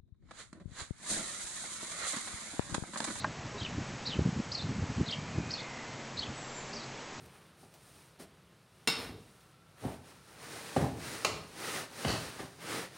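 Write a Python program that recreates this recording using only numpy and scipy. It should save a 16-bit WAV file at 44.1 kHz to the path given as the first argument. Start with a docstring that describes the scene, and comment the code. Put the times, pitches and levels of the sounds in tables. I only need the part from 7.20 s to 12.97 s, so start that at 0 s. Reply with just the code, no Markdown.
"""Cloth-wrapped lid rubbing a sofa

A metal lid in a damp cloth is gripped, then rubbed to and fro over a sofa cushion in a small room.
First come light rustles, one sharp knock, and a back cushion shifted and dropped into place.
Then the weave hisses with each stroke as its threads catch and let go, and at the turns
the padded lid bumps, raps and scrapes the wooden frame."""
import sys
import numpy as np
from scipy import signal
from scipy.io import wavfile
from scipy.ndimage import uniform_filter1d

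SR = 44100
rng = np.random.default_rng(int(sys.argv[2]) if len(sys.argv) > 2 else 0)


def to_wav(s):
    """Save 16-bit WAV."""
    ch = np.atleast_2d(s).T  # columns
    pcm = np.round(np.clip(ch, -1, 1) * 32767)  # PCM
    wavfile.write(sys.argv[1], SR, pcm.astype(np.int16))


N = 254456
TIME = np.arange(N) / SR


def amp(db):
    """Decibels to gain."""
    return 10 ** (np.asarray(db) / 20)


def unit(x):
    """Scales to an rms of one."""
    return x / np.sqrt(np.mean(x ** 2) + 1e-20)


def read(points, hz):
    """Reads a curve on a log-frequency axis."""
    f, value = np.transpose(points)
    return np.interp(np.log(hz + 1), np.log(f + 1), value)


def add(mix, s, sound):
    """Mixes a sound in at s seconds."""
    part = mix[max(round(s * SR), 0):][:len(sound)]
    part += sound[:len(part)]


def lowpass(x, hz):
    """Dulls the top at 12 dB per octave."""
    return signal.lfilter(*signal.butter(2, hz, fs=SR), x)


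def colour(x, points, size=4096):
    """Minimum-phase EQ of unit energy, shaped by (freq_hz, level_db) points."""
    log_gain = np.log(amp(np.maximum(read(points, abs(np.fft.fftfreq(size, 1 / SR))), -100)))
    taps = np.fft.ifft(np.exp(np.conj(signal.hilbert(log_gain)))).real[:size // 2]
    return signal.oaconvolve(x, taps / np.linalg.norm(taps))[:len(x)]


def resonate(x, peaks):
    """Passes x through parallel resonances; the result has an rms of one."""
    return unit(sum(amp(db) * signal.lfilter(*signal.iirpeak(hz, hz / width, SR), x)
                    for hz, width, db in peaks))


def ring(modes, t):
    """Dying sines of a struck object, alternating in polarity."""
    return sum(amp(db - 60 * t / t60) * np.sin(2 * np.pi * hz * t) * (-1) ** k
               for k, (hz, db, t60) in enumerate(modes))


def burst(t, t60):
    """A dying cluster of tiny contacts."""
    return rng.standard_normal(len(t)) * amp(-60 * t / t60)


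def envelope(start, attack, hold, t60):
    """Rises in a straight line, holds, then dies away; times in seconds."""
    t = TIME - start
    return np.clip(t / attack, 0, 1) * amp(-60 * np.maximum(t - attack - hold, 0) / t60)


def waver(per_s):
    """Smooth random motion of rms one."""
    span = int(SR / per_s)
    return unit(uniform_filter1d(uniform_filter1d(rng.standard_normal(N), span), span))


def slips(per_s, spread_db):
    """Random tiny stick-slip releases of uneven size."""
    sizes = amp(spread_db * np.minimum(rng.exponential(1, N), 4)) * rng.choice([-1, 1], N)
    chance = np.clip(per_s / SR, 1e-3, 1)
    return unit(sizes * (rng.random(N) < chance) / np.sqrt(chance))


def echoes(x, size=32768, spacing=12):
    """The room's diffuse tail: sparse reflections, the treble dying first."""
    # reverb time: freq_hz, t60_s
    decay = [(100, 0.69), (300, 0.55), (1000, 0.54), (4000, 0.55), (9000, 0.34), (15000, 0.23)]
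    taps = np.zeros(size)
    at = np.arange(SR // 200, size - spacing, spacing)
    taps[at + rng.integers(0, spacing, len(at))] = rng.choice([-1, 1], len(at))
    hz, t, bands = signal.stft(taps, SR, nperseg=256)
    tail = signal.istft(bands * amp(-60 * t / read(decay, hz)[:, None]), SR)[1]
    return signal.fftconvolve(x, tail / np.linalg.norm(tail))[:N]


def room(x, wet_db):
    """Direct sound with its tail."""
    return x + amp(wet_db) * echoes(x)


def room_tone():
    """A low, restless bed; a faint thin whine comes and goes once."""
    # colour of the bed: freq_hz, level_db
    air_eq = [(25, -51), (45, -1.5), (70, -4), (150, 1.5), (195, -2), (260, -14), (390, -8.5), (700, -16.5),
              (1250, -14.5), (2000, -20.5), (4000, -22), (7200, -29), (9200, -28), (12000, -33),
              (16000, -41)]
    air = amp(-62.5 + 0.57 * waver(per_s=7.3)) * colour(rng.standard_normal(N), air_eq)
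    whine_hz, width_hz = 1340, 30
    whine = resonate(rng.standard_normal(N), [(whine_hz, width_hz, 0)])
    return air + amp(-73.5) * envelope(start=2.05, attack=0.15, hold=0.91, t60=0.3) * whine


def snaps():
    """Folds of the gathered cloth snap free in short crisp bursts."""
    # snapping folds: start_s, level_db, t60_s
    folds = [(0.060, -53, 0.018), (0.540, -57.5, 0.11), (2.205, -64, .14)]
    out = np.zeros(N)
    for s, db, t60 in folds:
        add(out, s, amp(db) * burst(TIME[:SR // 2], t60))
    return colour(out, [(500, -20), (1500, -2), (6000, -1), (9500, -7), (15500, -4)])


def dragging():
    """Something heavy drags: coarse slips shake the cushion, finer ones brush the slats."""
    # drags: start_s, attack_s, hold_s, t60_s, judder_db, brush_db
    drags = [(0.0, .005, 0.028, 0.34, -57, -82), (0.42, 0.012, .01, 0.27, -63, -66),
             (0.533, .01, 0.0091, 0.17, -72, -64.5), (0.991, .02, .015, 0.17, -56, -60),
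             (1.753, 0.033, .07, .4, -50, -72), (1.885, 0.013, 0.039, 0.43, -48.5, -60.5),
             (2.61, 0.047, 0.018, 0.38, -43, -45), (3.566, 0.031, 0.049, 0.3, -35.5, -40),
             (3.717, 0.04, 0.033, .9, -48, -62), (4.055, .02, 0.12, .4, -49.5, -66),
             (4.839, .05, 0.031, .42, -35.5, -41), (5.195, .025, 0.017, 0.16, -49.5, -52)]
    # the shaken cushion: freq_hz, level_db
    judder_eq = [(30, -20), (60, 3.5), (140, 1), (210, -4), (290, -2), (360, -6.5), (440, -0.5), (560, -19),
                 (720, -20), (1000, -25), (1400, -47), (2500, -42), (5000, -42)]
    # slat resonances: pitch_hz, width_hz, level_db
    slats = [(427, 73, -4), (660, 190, 13), (785, 210, 8), (950, 120, -15)]
    judder = colour(slips(1500, spread_db=2.0), judder_eq)
    brush = resonate(lowpass(slips(4000, spread_db=-1.5), 1100), slats)
    out = sum(envelope(*timing) * (amp(judder_db) * judder + amp(brush_db) * brush)
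              for *timing, judder_db, brush_db in drags)
    return room(out, wet_db=-12.5)


def bumps():
    """Padding keeps a blow from the frame's upper modes, a light one misses the lowest; cloth puffs."""
    # padded blows: start_s, level_db, low_cut_hz, high_cut_hz, puff_db (relative to the blow)
    blows = [(0.027, -48, 40, 139, -32), (0.430, -45.5, 330, 400, -17), (0.997, -40.5, 230, 480, -12),
             (1.890, -42, 221, 450, -32), (2.648, -26.5, 141, 260, -25), (2.669, -35.5, 109, 220, -15),
             (3.5635, -12.5, 145, 850, -19.5), (3.612, -29, 90, 221, -9), (3.626, -22.5, 98, 230, -35),
             (3.680, -30, 90, 400, -24), (3.713, -39, 70, 160, -30), (4.239, -51, 98, 296, -6),
             (4.847, -23.5, 90, 560, -24), (4.851, -27, 80, 170, -33), (5.192, -30, 200, 1400, -10.5),
             (5.23, -38.5, 129, 250, -20)]
    # the wooden frame under its cushion: pitch_hz, level_db, t60_s
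    frame = [(80.4, -8.5, 0.27), (125, -1.5, 0.089), (160, -3, 0.11), (179, -7, .11), (260, -1.5, 0.1),
             (379, -2, 0.066), (559, 2, 0.023), (662, -3.5, 0.071), (788, 1.5, 0.054), (1193, -6, 0.061),
             (1600, -9, 0.0073)]
    # squeezed cloth: freq_hz, level_db
    puff_eq = [(200, -3.5), (400, 12), (750, -3), (1100, -9), (1700, -1.5), (2300, -9.5), (3200, -11.5),
               (7000, -20.5), (9300, -15.5), (16000, -42)]
    t, out = TIME[:SR // 2], np.zeros(N)
    for s, db, low_cut_hz, high_cut_hz, puff_db in blows:
        padded = lowpass(ring(frame, t), high_cut_hz)
        thud = signal.lfilter(*signal.butter(2, low_cut_hz, "high", fs=SR), padded)
        puff = colour(burst(t, t60=0.23), puff_eq)
        add(out, s, amp(db) * (thud / abs(thud).max() + amp(puff_db) * puff))
    return room(out, wet_db=-9.5)


def strike(blows, modes, crack_eq, crack_t60, ring_db, ring_wet_db, slap_db):
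    """Hard contact: each blow cracks; the first rings the object and sends a slap into the room."""
    t = TIME[:SR]
    cracks, tone, slap = np.zeros((3, N))
    for s, db in blows:
        add(cracks, s, amp(db) * burst(t, crack_t60))
    s, db = blows[0]
    ringing = ring(modes, t)
    add(tone, s, amp(db + ring_db) * ringing / abs(ringing).max())
    add(slap, s, amp([db + slap_db]))
    return colour(cracks + echoes(slap), crack_eq) + room(tone, ring_wet_db)


def knock():
    """One sharp knock chatters briefly and leaves a bright ring."""
    # the blow and its chatter: start_s, level_db
    blows = [(1.6743, -22.5), (1.6778, -22.5), (1.6845, -23), (1.6995, -26)]
    # the struck object: pitch_hz, level_db, t60_s
    modes = [(245, -10, 0.17), (454, -7, 0.11), (963, -18, 0.15), (1465, -5, 0.087), (2060, -5.5, 0.11),
             (2226, -4, 0.11), (2718, 1, 0.091), (2810, -1.5, 0.057), (3140, -19, 0.066),
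             (3660, -2.5, 0.12), (3710, -2.5, 0.12), (3880, -2, 0.061), (4165, -2, 0.063), (4290, -9, 0.18),
             (4510, -12, 0.18), (5244, -2, 0.16), (5330, -4.5, 0.15), (5360, -4, 0.056), (7060, -3, 0.07),
             (8240, -20, 0.059), (8740, 0.5, 0.05), (9600, -3, 0.046), (11550, -14, .07)]
    # the contact's crack: freq_hz, level_db
    crack_eq = [(50, -22), (110, -5.5), (200, 4.5), (450, -3.5), (650, -2.5), (1000, 2), (1800, -2.5),
                (2300, -2), (4500, 0), (5450, 3), (5850, -10), (8000, -12), (9200, -11), (12200, -15.5),
                (16000, -17)]
    return strike(blows, modes, crack_eq, crack_t60=0.014, ring_db=7.5, ring_wet_db=-5, slap_db=20.5)


def rap():
    """The lid's rim raps the back rail and rebounds."""
    # hit and rebound: start_s, level_db
    blows = [(4.0480, -17), (4.0507, -19.5)]
    # rim and rail ringing together: pitch_hz, level_db, t60_s
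    modes = [(424.6, -3, 0.23), (552, -3.5, 0.078), (632, -1, 0.1), (1070, -0.5, 0.065), (1265, 6, 0.027),
             (2020, -1.5, 0.052), (2250, 1.5, 0.022), (2420, -3, 0.11), (2750, -3, 0.072), (2940, -6, .08),
             (4060, -1, 0.029), (4320, -0.5, .04), (5230, -4, 0.028), (6160, -8, 0.034), (7200, -18, .04),
             (10300, -15, 0.023)]
    # the contact's crack: freq_hz, level_db
    crack_eq = [(50, -40), (120, -5), (300, -2), (600, 1), (1250, 1.5), (1750, -10), (2700, -0.5),
                (3300, -8), (4300, -1.5), (6000, -7), (7400, -4.5), (8200, -15), (9500, -10.5),
                (10600, -22), (13000, -22), (16000, -24)]
    return strike(blows, modes, crack_eq, crack_t60=0.011, ring_db=-2, ring_wet_db=-3.5, slap_db=13)


def chatter(start, per_s, release_s):
    """The rim sticks and lets go at a nearly steady rate; each release is a short spray of contacts."""
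    cycles = np.cumsum(per_s * (1 + 0.037 * waver(per_s=17))) / SR
    since_release = (cycles - np.interp(start, TIME, cycles)) % 1 / per_s
    return np.exp(-since_release / release_s) * rng.standard_normal(N)


def scraping():
    """The padded rim catches dully on the arm rail, then chatters along it and rasps."""
    # arm rail resonances: pitch_hz, width_hz, level_db
    rail_peaks = [(447, 750, 4.5), (1180, 260, 10.5), (1470, 150, -2), (1920, 220, 3), (2660, 140, 9),
                  (2960, 210, 7), (4030, 590, 5), (4960, 220, -16), (6660, 400, -31), (9000, 840, -37)]
    catch_s, rim_hz, rim_width_hz = 4.847, 4290, 370
    contacts = chatter(catch_s, per_s=89, release_s=0.007)
    rail = resonate(contacts, rail_peaks)
    rasp = amp(-11) * resonate(contacts, [(rim_hz, rim_width_hz, 0)])
    catch = amp(-28) * envelope(catch_s, attack=0.003, hold=0.0022, t60=0.053) * lowpass(rail, 2230)
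    slide = amp(-37.5) * envelope(start=4.868, attack=0.014, hold=0.025, t60=0.32) * (rail + rasp)
    return room(lowpass(catch + slide, 9000), wet_db=-5)


def sliding():
    """Gives hiss gain, body gain and arm weight (0 to 1); the gains swell with each move's speed."""
    # the hand grips, the back cushion shifts: peak_s, rise_s, fall_s, hiss_db, body_db
    rustles = [(0.03, 0.14, 0.42, -68, -61.5), (0.43, 0.079, 0.09, -65.5, -68),
               (0.76, 0.45, 0.25, -65.5, -67), (1.01, 0.026, 0.061, -57.5, -59),
               (1.62, .25, 0.13, -76.5, -74), (1.81, 0.13, 0.14, -56.5, -49),
               (2.12, 0.75, 0.32, -70, -69.5), (2.665, 0.12, 0.15, -58, -54),
               (2.9, 0.12, 0.12, -65.5, -61.5)]
    # strokes of the lid over the cushion: peak_s, rise_s, fall_s, hiss_db, body_db
    strokes = [(3.478, 0.42, 0.33, -52.5, -49), (3.89, 0.15, 0.39, -50, -47.5),
               (4.535, 0.24, 0.16, -45.5, -43), (4.862, .19, 0.46, -49.5, -47.5),
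               (5.23, 0.12, 0.088, -56.5, -52.5), (5.545, .175, .15, -46, -41.5),
               (5.84, 0.16, .14, -55.5, -52.5)]
    lean = np.interp(TIME, [2.3, 3.3], [0, 1])  # the arm's weight comes onto the lid
    # the cloth creeps under a still hand, and more once the arm leans on it
    hiss_power = amp(-82) ** 2 + (lean * amp(-64.5)) ** 2
    body_power = amp(-71) ** 2 + (lean * amp(-64)) ** 2
    for s, rise, fall, hiss_db, body_db in rustles + strokes:
        speed = np.sin(np.pi / 2 * np.interp(TIME, [s - rise, s, s + fall], [0, 1, 0]))
        hiss_power += (amp(hiss_db) * speed ** 1.5) ** 2
        body_power += (amp(body_db) * speed ** 1.15) ** 2
    return np.sqrt(hiss_power), np.sqrt(body_power), lean


def rubbing():
    """Threads catch and let go, denser and fuller in a firm stroke, which brings out the lid's hollow."""
    # hiss of pressed fibres: freq_hz, level_db
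    pressed_eq = [(900, -25), (1500, -5.5), (2000, -9.5), (2700, -16.5), (3300, -14.5), (3900, -8),
                  (5500, -8), (7600, -12), (9200, -7.5), (10200, -13), (11500, -19.5), (15000, -21.5),
                  (16000, -16.5)]
    # higher hiss of barely loaded fibres: freq_hz, level_db
    light_eq = [(900, -30), (1500, -14), (2700, -23), (4000, -5), (5500, -4), (7400, -8), (9300, 0.5),
                (10500, -8), (12000, -10.5), (14500, -13), (16000, -12)]
    # the rub heard through the lid: freq_hz, level_db
    lid_eq = [(35, -60), (60, -17), (115, 2.5), (200, -2), (320, 0), (560, -0.5), (900, -3), (1250, -4),
              (1900, -6.5), (2600, -7.5), (4000, -12), (6000, -27)]
    # the hollow under the lid: pitch_hz, width_hz, level_db
    cavity = [(328, 62, -0.5), (448.3, 20, 4), (1280, 160, -5), (1826, 460, -5), (2580, 40, -13)]
    hiss, body, lean = sliding()
    speed = np.sqrt(hiss / hiss.max())
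    creases = amp(1.02 * waver(per_s=22))  # the level flutters as they pass under the rim
    threads = slips(2500 + 14000 * speed, spread_db=1.5)
    pressed = amp(2.5) * lean * colour(threads, pressed_eq)
    light = amp(1) * (1 - lean) * colour(threads, light_eq)
    lid = amp(0.5) * body * colour(slips(1500 + 6000 * speed, spread_db=1.0), lid_eq)
    hollow = amp(-1) * body * speed * resonate(slips(5000, spread_db=0.5), cavity)
    return room(creases * (hiss * (pressed + light) + lid + hollow), wet_db=-14)


def scene():
    """All sources reach one microphone, alike in both channels."""
    hits = knock() + rap()
    mono = hits + rubbing() + snaps() + bumps() + dragging() + scraping() + room_tone()
    return np.array([mono, mono])


def record(dry):
    """The microphone drops the deepest bass; a steep high cut trims the very top."""
    low_cut = signal.butter(3, 58, "high", fs=SR, output="sos")
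    high_cut = signal.firwin(511, 15900, window=("kaiser", 9), fs=SR)
    return signal.oaconvolve(signal.sosfilt(low_cut, dry), high_cut[None], "same")


dry = scene()
out = record(dry)
to_wav(out)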